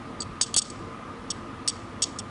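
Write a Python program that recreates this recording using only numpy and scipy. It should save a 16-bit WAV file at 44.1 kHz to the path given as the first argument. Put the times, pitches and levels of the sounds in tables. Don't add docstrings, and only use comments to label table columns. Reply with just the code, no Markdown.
import sys
import numpy as np
from scipy import signal
from scipy.fft import rfft, irfft, next_fast_len
from scipy.io import wavfile
from scipy.ndimage import uniform_filter1d, map_coordinates

SR = 44100
rng = np.random.default_rng(int(sys.argv[2]) if len(sys.argv) > 2 else 0)


def digitize_waveform(pressure):
    field = np.atleast_2d(pressure).T
    bounded = np.clip(field, -1, 1)
    quanta = np.round(bounded * 32767).astype(np.int16)
    wavfile.write(sys.argv[1], SR, quanta)


N = 101429


def amp(db):
    return 10 ** (np.asarray(db) / 20)


def unit(x):
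    return x / np.sqrt(np.mean(x ** 2) + 1e-20)


def curve_db(points, hz):
    freqs, levels = np.transpose(points)
    return np.interp(np.log(hz + 1), np.log(freqs + 1), levels)


def bell(f, centre, width):
    return 1 / (1 + (2 * (f - centre) / width) ** 2)


def filtered(x, response):
    m = next_fast_len(x.shape[-1] + 8192)
    return irfft(rfft(x, m) * response(np.fft.rfftfreq(m, 1 / SR)), m)[..., :x.shape[-1]]


def decay(impulses, t60_s):
    return signal.lfilter([1], [1, -amp(-60 / (t60_s * SR))], impulses)


# (frequency [Hz], relative level [dB])
ROOM_TONE_EQ = [(15, -63), (25, -10), (95, -1.5), (135, -4), (170, -4.5), (267, -2), (380, -10), (465, -9),
                (554, -9.5), (1240, -14.5), (1560, -16), (2050, -17.5), (10300, -41), (13400, -64),
                (22000, -120)]
# (centre [Hz], width [Hz], boost [dB])
FAN_PEAKS = [(42.6, 8.8, 6), (63, 13, -9), (90.7, 10.2, 6.5), (109, 11, 5), (213, 57, 3), (260.7, 20, 6),
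             (341.6, 20, 7.5), (457.5, 19.5, 8), (1028.6, 27, 9.5), (1226, 170, 12.5)]
def fan():
    spectrum = signal.stft(rng.standard_normal(N), nperseg=512)[2]
    patches = uniform_filter1d(rng.standard_normal(spectrum.shape), 4, axis=0)
    patches_db = unit(uniform_filter1d(patches, 12, axis=1))
    noise = signal.istft(spectrum * amp(patches_db), nperseg=512)[1][:N]
    hum_db = lambda f: sum(db * bell(f, hz, width) for hz, width, db in FAN_PEAKS)
    return amp(-39) * unit(filtered(noise, lambda f: amp(curve_db(ROOM_TONE_EQ, f) + hum_db(f))))


# (frequency [Hz], relative level [dB])
HISS_EQ = [(1180, -27), (2000, 10.5), (2390, -20), (2730, -12), (4760, -33), (10100, -0.5), (13100, -57),
           (22000, -120)]
def hiss():
    return amp(-68) * unit(filtered(rng.standard_normal(N), lambda f: amp(curve_db(HISS_EQ, f))))


def room(x, level_db=-28, t60_s=.35):
    t = np.arange(SR // 2) / SR
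    tail = rng.standard_normal(len(t)) * amp(-60 * t / t60_s)
    predelayed = np.pad(x, (200, 0))
    return amp(level_db) * signal.fftconvolve(predelayed, tail / np.linalg.norm(tail))[:N]


# (time [s], rms level [dB], decay T60 [s])
TAIL_CUES = [(.23, -77, .2), (.435, -42, 0.22), (0.459, -40.5, 0.19), (.60, -44.5, 0.75), (.65, -41, 0.14),
             (1.332, -56, 0.6), (1.70, -47, 0.64), (2.045, -42.5, 0.42)]
# (frequency [Hz], relative level [dB])
TAIL_EQ = [(2000, -35), (3000, 3), (3500, 0), (4700, 3), (5500, 1), (6500, -1), (8000, -1), (9000, -11),
           (10200, -9)]
def ring_tails(attack_s=.0056, flicker_per_s=300, flicker_db=1.5):
    t = np.arange(N) / SR
    envelope = sum(amp(db - 60 * np.maximum(t - start, 0) / t60) * np.clip((t - start) / attack_s, 0, 1)
                   for start, db, t60 in TAIL_CUES)
    flicker = map_coordinates(rng.standard_normal(int(N * flicker_per_s / SR) + 4), [t * flicker_per_s])
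    resonance = lambda f: 1 + sum(amp(db - .5) * bell(f, hz, width=60) for hz, db in ROD_MODES)
    noise = filtered(rng.standard_normal(N), lambda f: amp(curve_db(TAIL_EQ, f)) * resonance(f))
    return envelope * unit(noise * amp(flicker_db * flicker))


def thud(time_s=.5672, peak_db=-14, width_s=.00016):
    age = np.maximum(np.arange(N) / SR - time_s, 0) / width_s
    return amp(peak_db) * np.e * age * np.exp(-age)


def click(t, width_s=.00005, low_cut_hz=700):
    age = np.maximum(t, 0) / width_s
    return signal.lfilter(*signal.butter(2, low_cut_hz, 'high', fs=SR), np.e * age * np.exp(-age))


GRAZE_S = .0022
def scrape(t, strikes, envelope, colour, level_db=-7, low_cut_hz=3000):
    eq = lambda f: amp(curve_db(colour, f)) / (1 + (low_cut_hz / (f + 1)) ** 6)
    noise = filtered(rng.standard_normal(len(t)), eq) / 2
    graze = amp(-9.5) * (1 + t / GRAZE_S) * (t < 0)
    cracks = amp(-4) * decay(strikes, t60_s=.003)
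    return (amp(level_db) * (graze + envelope) + cracks) * noise


# (frequency [Hz], relative level [dB])
ROD_MODES = [(2760, -9), (3050, -8), (3300, -2), (3490, -4.5), (3700, -5), (4260, -7.5), (4430, -6),
             (4680, 1), (5350, 0), (5480, 4), (5780, -3), (6010, -3), (6370, 0), (6620, 2.5), (6940, -1),
             (7130, -0.5), (7330, -13), (7825, 2.5), (7955, 5), (8135, 2.5), (8290, -14), (8480, 3),
             (9700, -1.5), (9900, -44)]
def ring(t, strike_at, force, chattering, damping_db, colour, scatter_db=1.5):
    hz, mode_db = np.transpose(ROD_MODES)
    kicks = np.zeros((len(hz), len(t)), complex)
    kicks[:, strike_at] = force * np.exp(2j * np.pi * rng.random((len(force), len(hz)))).T
    swing = decay(kicks, t60_s=.059)
    swing /= np.sqrt(np.mean(abs(swing[:, chattering]) ** 2, axis=1, keepdims=True))
    gain = amp(mode_db + curve_db(colour, hz) + scatter_db * rng.standard_normal(len(hz)))
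    damping = amp(damping_db * (hz[:, None] / 6000) ** 1.5)
    modes = swing * gain[:, None] * damping * np.exp(2j * np.pi * hz[:, None] * t)
    return modes.real.sum(0) / np.sqrt(len(hz))


def chatter(t, length_s, fade_db, rough_db, colour, strikes_per_s=250, attack_s=.0012, damp_t60_s=.016):
    gaps = -np.log(rng.random(39) + 1e-9) / strikes_per_s
    strike_s = np.concatenate([[0], np.cumsum(gaps)])
    force = amp((rough_db - 5) * (strike_s > 0)) * (strike_s < length_s)
    strike_at = np.minimum((strike_s + GRAZE_S) * SR, len(t) - 1).astype(int)
    strikes = np.bincount(strike_at, force, len(t))
    age = np.maximum(t, 0)
    chattering = (t >= 0) & (t < length_s)
    attack = 1 - np.exp(-age / attack_s)
    damping_db = -60 * np.maximum(t - length_s, 0) / damp_t60_s
    body = attack * ring(t, strike_at, force, chattering, damping_db, colour)
    body += scrape(t, strikes, attack * amp(rough_db + damping_db), colour)
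    body *= amp(-fade_db * np.minimum(age / length_s, 1))
    return .5 * body / np.sqrt(np.mean(body[chattering] ** 2))


COLOUR_BANDS = [3300, 4600, 5600, 6900, 8000, 9700]
# (time [s], level [dB], chatter length [s], fade over the chatter [dB],
# relative click level [dB], then one gain per colour band [dB])
KNOCK_CUES = [(.2035, -23, 0.011, 2.7, -12, -54, 13.5, -19, 0, 4.5, -55),
              (0.218, -28.5, 0.014, 2.4, -10, -0.5, 8, -12, -0.5, 0.5, -38),
              (0.4121, -12, 0.025, 4.3, 0.5, -4.5, 1.5, -3.5, -0.5, 1, -6),
              (0.436, -27, 0.013, 3, -34, 1, -6.5, -9, -6.5, -2, -12),
              (0.5416, -15, 0.0035, 5, -13, 4, 4.5, -7, 3, -1.5, 2.5),
              (0.546, -22.5, 0.0017, 1.5, -31, 3, -7, -17, -13.5, 5.5, -27.5),
              (0.546, -30, 0.018, 3.2, -27, 2, -3, -31.5, -37, -48.5, -37.5),
              (0.5635, -8.5, 0.0033, 1.5, -23, -12, -4, -22, -1, -4, -6),
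              (.5672, -9, 0.029, 2.2, -18, -5.5, 2, -4.5, -0.5, 0, -4),
              (0.6179, -21.5, .012, 5.4, -31, -2, 3, -8.5, -1, 3, -11),
              (0.64, -40, 0.011, 5, -41, -1, 14, -6, -12, -15, -7),
              (0.7, -32.5, 0.01, 3.3, -29, -9, 4, -5, -0.5, 4, -35),
              (1.3025, -20.5, 0.014, 1.2, -12, -2.5, -0.5, 3.5, -5.5, 1.5, -21),
              (1.316, -29, 0.0027, 1.5, -30, 0, -2, -13, -14, -12, -6),
              (1.6771, -13, 0.0043, 9.9, -6.5, -6, 1, 2, -8.5, -7.5, 3),
              (1.681, -15.5, 0.02, 5.3, -14, -6.5, 1, -3.5, -12, -1, -9),
              (1.705, -38, 0.0088, 3.3, -31, 19, 3, -9, 6, -12, -21),
              (2.0208, -15, 0.02, 3.8, -7, -1.5, -2, 2, 0, 3, -6),
              (2.038, -17, 0.01, 19.5, -32, 4, 9, 3, 8, -6, -25),
              (2.187, -24.5, 0.0089, 1.9, -27, -5, 4, 3, 4, -0.5, -3),
              (2.198, -30.5, 0.0042, 3, -27, 6, -9, 5, -16, 1, -6)]
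def knocks(hard_knock_db=-12):
    t = np.arange(SR // 8) / SR - GRAZE_S
    track = np.zeros(N + SR)
    for time_s, level_db, length_s, fade_db, click_db, *band_db in KNOCK_CUES:
        rough_db = .5 * min(level_db - hard_knock_db, 0)
        colour = list(zip(COLOUR_BANDS, band_db))
        hit = chatter(t, length_s, fade_db, rough_db, colour) + amp(click_db) * click(t)
        start = round((time_s - GRAZE_S) * SR)
        track[start:start + len(hit)] += amp(level_db) * hit
    return track[:N]


def scene():
    steel = knocks() + thud()
    return (steel + ring_tails() + room(steel) + fan() + hiss())[None]


def record(dry):
    threshold_db, duck_share, release_db_per_s, high_cut_hz = -19.5, .69, 37, 10180
    power = abs(uniform_filter1d(dry ** 2, size=128, origin=63))
    over_db = np.maximum(10 * np.log10(power + 1e-12) - threshold_db, 0)
    release = release_db_per_s * np.arange(N) / SR
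    duck_db = np.maximum.accumulate(duck_share * over_db + release, axis=1) - release
    duck_db = signal.lfilter([1 / 40], [1, 1 / 40 - 1], duck_db)
    return filtered(dry * amp(-duck_db), lambda f: 1 / (1 + (f / high_cut_hz) ** 200))


dry = scene()
out = record(dry)
digitize_waveform(out)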